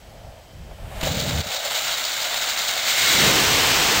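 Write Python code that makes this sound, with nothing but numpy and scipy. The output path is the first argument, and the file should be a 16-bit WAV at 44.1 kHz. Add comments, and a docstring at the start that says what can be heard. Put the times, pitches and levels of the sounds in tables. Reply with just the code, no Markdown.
"""On an outdoor test stand, in a light wind, a small solid rocket motor lights close to a mono camera.
The igniter rushes softly inside the case. Gas breaks out with a thump, then spits and sputters through
the half-blocked nozzle with a low flutter. It hisses harder as the igniter wire is blown out, and opens
into a full, smooth jet. Most layers are noise, given a tone by one table and a loudness by another."""
import sys
import numpy as np
from scipy import signal
from scipy.fft import rfft, irfft
from scipy.io import wavfile
from scipy.ndimage import uniform_filter1d

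SR = 44100
rng = np.random.default_rng(int(sys.argv[2]) if len(sys.argv) > 2 else 0)


def master(y):
    """Save y as 16-bit WAV."""
    cut = np.clip(np.atleast_2d(y).T, -1, 1)
    pcm = np.round(cut * 32767)  # scale
    wavfile.write(sys.argv[1], SR, pcm.astype(np.int16))


N = 176400
TIME = np.arange(N) / SR
HZ = np.maximum(np.arange(N // 2 + 1) * SR / N, 1)


def undb(db):
    """Turn decibels into a number to multiply by."""
    return 10 ** (np.asarray(db) / 20)


def unit(x):
    """Scale a signal to a standard strength (rms 1)."""
    return x / np.std(x)


def curve(rows):
    """Loudness that follows (time_s, level_db) rows and fades by 200 dB a second outside them."""
    times, levels_db = np.array(rows, float).T
    outside_s = np.abs(TIME - np.clip(TIME, times[0], times[-1]))
    return undb(np.interp(TIME, times, levels_db) - 200 * outside_s)


def swell(peak_s, rise_db_per_s, fall_db_per_s, hold_s=0):
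    """Loudness that rises to 1 at peak_s, stays there for hold_s, then falls."""
    before_s = np.maximum(peak_s - TIME, 0)
    after_s = np.maximum(TIME - peak_s - hold_s, 0)
    return undb(-rise_db_per_s * before_s - fall_db_per_s * after_s)


def colour(x, tone, resonances=()):
    """Filter a sound by (pitch_hz, gain_db) rows, adding a peak for each resonance."""
    pitches, gains_db = np.array(tone, float).T
    shape_db = np.interp(np.log(HZ), np.log(pitches), gains_db)
    for pitch_hz, width_hz, lift_db in resonances:
        shape_db += lift_db / (1 + (2 * (HZ - pitch_hz) / width_hz) ** 2)
    # Folding the cepstrum makes the filter ring after a click, never before it.
    cepstrum = irfft(np.log(undb(shape_db)), N)
    cepstrum[1:N // 2] *= 2
    cepstrum[N // 2 + 1:] = 0
    return irfft(rfft(x) * np.exp(rfft(cepstrum)), N)


def wobble(spread_db, rate_hz):
    """Loudness that wanders smoothly up and down at random."""
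    window = max(int(SR / rate_hz), 1)
    smoothed = uniform_filter1d(rng.standard_normal(N), window)
    return undb(spread_db * unit(uniform_filter1d(smoothed, window)))


def rush(tone, resonances=()):
    """Swirling air: noise with the given tone, at standard strength."""
    return unit(colour(rng.standard_normal(N), tone, resonances))


# Tone of the background hiss: pitch_hz, gain_db
HISS_TONE = [(40, 10.5), (350, 5), (1100, -0.5), (2000, 1), (3100, -1.5), (5000, -2.5), (8000, -7.5),
             (9700, -13)]
# Narrow peaks that whine in the hiss: pitch_hz, width_hz, lift_db
WHINE_PEAKS = [(3050, 60, 8), (3195, 60, 7.5), (7850, 60, 8), (7990, 60, 8), (10350, 160, 13.5)]

def background_hiss():
    """A faint, steady hiss with a thin whine in it."""
    return undb(-49.5) * rush(HISS_TONE, WHINE_PEAKS)


# Strength of the gusts: time_s, level_db
GUST_LEVELS = [(0, -52), (.08, -43), (.2, -46.5), (.27, -37), (.33, -47), (.45, -49.5), (.57, -37.5),
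               (.71, -37), (.77, -45.5), (.83, -35.5), (.88, -35), (.92, -39), (.97, -29.5), (1.02, -43)]
# Tone of the wind's rumble: pitch_hz, gain_db
WIND_TONE = [(20, -8), (45, 5), (72, 2), (150, -4.5), (280, -20), (500, -18.5), (1500, -38), (10000, -85)]

def wind(lull_s=1.2, lull_db=-59):
    """Gusts buffet the microphone, then settle into a lull."""
    gusts = curve(list(GUST_LEVELS) + [(lull_s, lull_db), (N / SR, lull_db)])
    return gusts * rush(WIND_TONE)


# Strength of the burning inside the case: time_s, level_db
IGNITER_LEVELS = [(0, -53.5), (.12, -48), (.25, -45.5), (.37, -47.5), (.44, -51.5), (.62, -56),
                  (.69, -46.5), (.76, -56), (.85, -44.5), (1.0, -37.5), (1.44, -38.5), (1.53, -34),
                  (1.59, -39), (1.66, -33), (1.8, -39.5), (2.0, -41.5), (2.13, -44), (2.3, -36.5),
                  (2.58, -45), (2.8, -39), (3.05, -41)]
# Small puffs from the igniter: peak_s, level_db
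IGNITER_PUFFS = [(0.713, -37.5), (0.787, -40.5), (0.916, -34.5), (1.072, -20.5)]
# Hollow tone of the burning: pitch_hz, gain_db
IGNITER_TONE = [(200, -32), (400, -18.5), (520, -3.5), (650, 1.5), (800, -5.5), (1100, -17), (2500, -27),
                (10000, -58)]

def igniter():
    """The igniter burns inside the case with a hollow rush and a few puffs."""
    puffs = sum(undb(level_db) * swell(peak_s, rise_db_per_s=4000, fall_db_per_s=503)
                for peak_s, level_db in IGNITER_PUFFS)
    return np.hypot(curve(IGNITER_LEVELS), puffs) * rush(IGNITER_TONE)


# Tone of the fuel catching fire: pitch_hz, gain_db
CATCH_TONE = [(150, -6), (600, -6), (1200, -1), (2300, -2.5), (3400, -6), (5000, -29), (8000, -11.5),
              (10500, -12.5)]

def fuel_catching():
    """The solid fuel catches with a rush that swells until the nozzle starts to spit."""
    return undb(-35) * swell(peak_s=1.045, rise_db_per_s=65, fall_db_per_s=250) * rush(CATCH_TONE)


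THUMP_AGE_S = np.maximum(TIME - 1.037, 0)  # time since the gas broke out
# Tone of the first bark of gas: pitch_hz, gain_db
BARK_TONE = [(100, 3), (300, 5), (800, 1), (1800, -11), (3000, -6), (6000, -21), (10000, -19)]

def thump(pitch_hz=101, decay_s=0.006):
    """Gas first breaks out with one fast-dying swing of pressure and a short bark."""
    swing = -np.sin(2 * np.pi * pitch_hz * THUMP_AGE_S) * np.exp(-THUMP_AGE_S / decay_s)
    bark = swell(peak_s=1.032, rise_db_per_s=3000, fall_db_per_s=900) * rush(BARK_TONE)
    return undb(-13.5) * swing + undb(-21) * bark


# Tone of the low flutter: pitch_hz, gain_db
FLUTTER_TONE = [(25, -16), (45, -10), (65, 2), (100, 1.5), (160, 0.5), (230, -6), (380, -17), (480, -9),
                (640, -8), (800, -22.5), (1500, -31), (10000, -60)]
# Deeper tone just before it chokes off: pitch_hz, gain_db
CHOKE_TONE = [(25, -18), (55, -9), (76, 3), (110, -7), (200, -22), (1000, -58), (10000, -90)]

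def chuffing(growth_db_per_s=2.5, fall_db_per_s=481):
    """The first unsteady burning flutters low, deepens, and chokes off with one last puff."""
    slopes = dict(rise_db_per_s=1500, fall_db_per_s=fall_db_per_s)
    burning = swell(peak_s=1.033, hold_s=0.368, **slopes)
    last_puff = undb(-7.5) * swell(peak_s=1.463, **slopes)
    growth = undb(growth_db_per_s * THUMP_AGE_S)
    flutter = growth * (burning + last_puff) * rush(FLUTTER_TONE)
    deepening = swell(peak_s=1.35, hold_s=0.051, rise_db_per_s=250, fall_db_per_s=fall_db_per_s)
    return undb(-27.5) * flutter + undb(-28.5) * deepening * rush(CHOKE_TONE)


# Tone of the crackle: pitch_hz, gain_db
CRACKLE_TONE = [(300, -10), (2200, -16.5), (3600, -1), (5200, 3), (7500, -3), (10000, -9)]

def crackle(clicks_per_s=1300, spread_db=1.5):
    """Tiny clicks of uneven size swell and fade in bunches."""
    sizes = undb(spread_db * np.minimum(rng.exponential(size=N), 4))
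    fires = rng.random(N) < clicks_per_s / SR
    clicks = fires * sizes * np.sign(rng.standard_normal(N))
    return unit(colour(clicks * wobble(spread_db=3, rate_hz=70), CRACKLE_TONE))


# Strength of the gas flow through the half-blocked nozzle: time_s, level_db
FLOW_LEVELS = [(.93, -51), (1.0, -41), (1.025, -34.5), (1.035, -26), (1.07, -25), (1.085, -25),
               (1.105, -28.5), (1.125, -29), (1.19, -26), (1.25, -29.5), (1.3, -25.5), (1.36, -28.5),
               (1.413, -25), (1.42, -33.5), (1.48, -29.5), (1.535, -24.5), (1.56, -25), (1.585, -30.5),
               (1.65, -25), (1.69, -26.5), (1.72, -22.5), (1.79, -23), (1.83, -24.5), (1.92, -22.5),
               (1.965, -25.5), (1.99, -23), (2.06, -25.5), (2.26, -23), (2.295, -26.5), (2.33, -23.5),
               (2.54, -23.5), (2.565, -24), (2.605, -21.5), (2.65, -23), (2.72, -21.5), (2.755, -24),
               (2.78, -22), (2.84, -24.5), (2.95, -27.5), (3.15, -53)]
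# Tone of that flow: pitch_hz, gain_db
FLOW_TONE = [(60, -20), (250, -16.5), (390, -18.5), (520, -10), (740, -4), (1020, -7.5), (1400, -4.5),
             (1800, -4.5), (2550, -4), (3500, -1), (4500, -6), (5500, -9.5), (6500, -7.5), (7500, -7),
             (8400, -10.5), (10500, -21)]
# Pitches at which gas rings in the nozzle and case: pitch_hz, width_hz, lift_db
NOZZLE_RINGS = [(690, 240, 3), (1440, 500, 4), (2154, 320, 5), (2970, 300, 1.5), (3854, 300, 5),
                (4410, 130, 5), (6580, 310, 3.5), (7200, 240, 7), (9020, 190, 4.5)]

def sputter():
    """Uneven gas and bunches of crackle make the half-blocked nozzle ring."""
    gas = unit(rng.standard_normal(N) * wobble(spread_db=1.1, rate_hz=297))
    flow = (gas + undb(-5) * crackle()) * wobble(spread_db=0.17, rate_hz=47.2)
    return curve(FLOW_LEVELS) * unit(colour(flow, FLOW_TONE, NOZZLE_RINGS))


# Single spits of slag (burnt fuel): start_s, level_db
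SLAG_SPITS = [(1.0123, -11.5), (1.015, -14), (1.016, -16), (1.2115, -23), (1.711, -9), (2.0195, -30),
              (2.3437, -4), (2.644, -11), (2.7665, -9)]

def spits():
    """Bits of slag snap out, ringing the nozzle just as the gas does."""
    kicks = np.zeros(N)
    for start_s, level_db in SLAG_SPITS:
        kicks[int(start_s * SR)] += undb(level_db)
    snaps = colour(kicks, FLOW_TONE, NOZZLE_RINGS)
    return snaps * kicks.max() / np.abs(snaps).max()


# Strength of the hiss as the nozzle clears: time_s, level_db
CLEARING_LEVELS = [(2.78, -42), (2.84, -29.5), (2.885, -18), (2.95, -21.5), (2.98, -17.5), (3.1, -16),
                   (3.2, -16.5), (3.29, -19.5), (3.4, -26.5), (3.7, -45)]
# Bright tone of that hiss: pitch_hz, gain_db
CLEARING_TONE = [(60, -25), (300, -22), (700, -10), (950, -10), (1500, -5.5), (2150, -2.5), (2500, -4),
                 (3400, 0), (4200, -2.5), (5500, -5.5), (7000, -6.5), (7700, -6.5), (8500, -8.5),
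                 (10500, -25)]

def nozzle_clearing():
    """Gas hisses freely as the igniter wire is blown out of the nozzle."""
    hiss = rush(CLEARING_TONE, NOZZLE_RINGS) * wobble(spread_db=0.5, rate_hz=200)
    return curve(CLEARING_LEVELS) * hiss


# Tone of the deep surge: pitch_hz, gain_db
SURGE_TONE = [(25, -22), (45, -5), (72, -2), (140, 3.5), (300, 0), (500, -1), (800, -4.5), (1500, -13),
              (4000, -21), (10000, -43)]

def pressure_surge():
    """A deep rush swells as the chamber comes up to pressure."""
    loudness = swell(peak_s=3.212, hold_s=0.08, rise_db_per_s=100, fall_db_per_s=55)
    return undb(-23) * loudness * rush(SURGE_TONE)


# Strength of the full jet: time_s, level_db
ROAR_LEVELS = [(2.85, -48), (3.05, -29), (3.16, -24), (3.25, -18), (3.38, -16.5), (3.7, -16.5), (4.0, -17)]
# Broad tone of the full jet: pitch_hz, gain_db
ROAR_TONE = [(18, -49), (30, -6), (104, -2.5), (295, -3), (367, -3.5), (479, -2), (596, -4.5), (760, -1.5),
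             (1360, -2.5), (1660, -2), (3110, -0.5), (7650, -6.5), (10000, -17), (13000, -31),
             (22000, -120)]

def jet():
    """The nozzle clears, pressure surges, and the exhaust settles into a broad roar."""
    exhaust = nozzle_clearing() + pressure_surge() + curve(ROAR_LEVELS) * rush(ROAR_TONE)
    return exhaust * wobble(spread_db=0.28, rate_hz=120)


def scene():
    """Everything reaches one microphone, so both channels are the same."""
    outdoors = wind() + background_hiss()
    motor = igniter() + fuel_catching() + thump() + chuffing() + sputter() + spits() + jet()
    mono = outdoors + motor
    return np.array([mono, mono])


def record(dry):
    """The camera rounds off peaks and holds every second sample, which mirrors the treble upward."""
    fade_from_hz, fade_to_hz, top_hz = 10230, SR / 4, 15750
    rounded = 0.63 * np.tanh(dry / 0.67)
    hz = np.arange(N + 1) * SR / (2 * N)
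    treble_fade = np.clip((fade_to_hz - hz) / (fade_to_hz - fade_from_hz), 0, 1)
    dulled = irfft(rfft(rounded, 2 * N) * treble_fade)
    held = np.repeat(dulled[:, :N:2], 2, axis=1)
    top_cut = signal.ellip(12, .1, 90, top_hz, fs=SR, output="sos")
    return signal.sosfilt(top_cut, held)


dry = scene()
out = record(dry)
master(out)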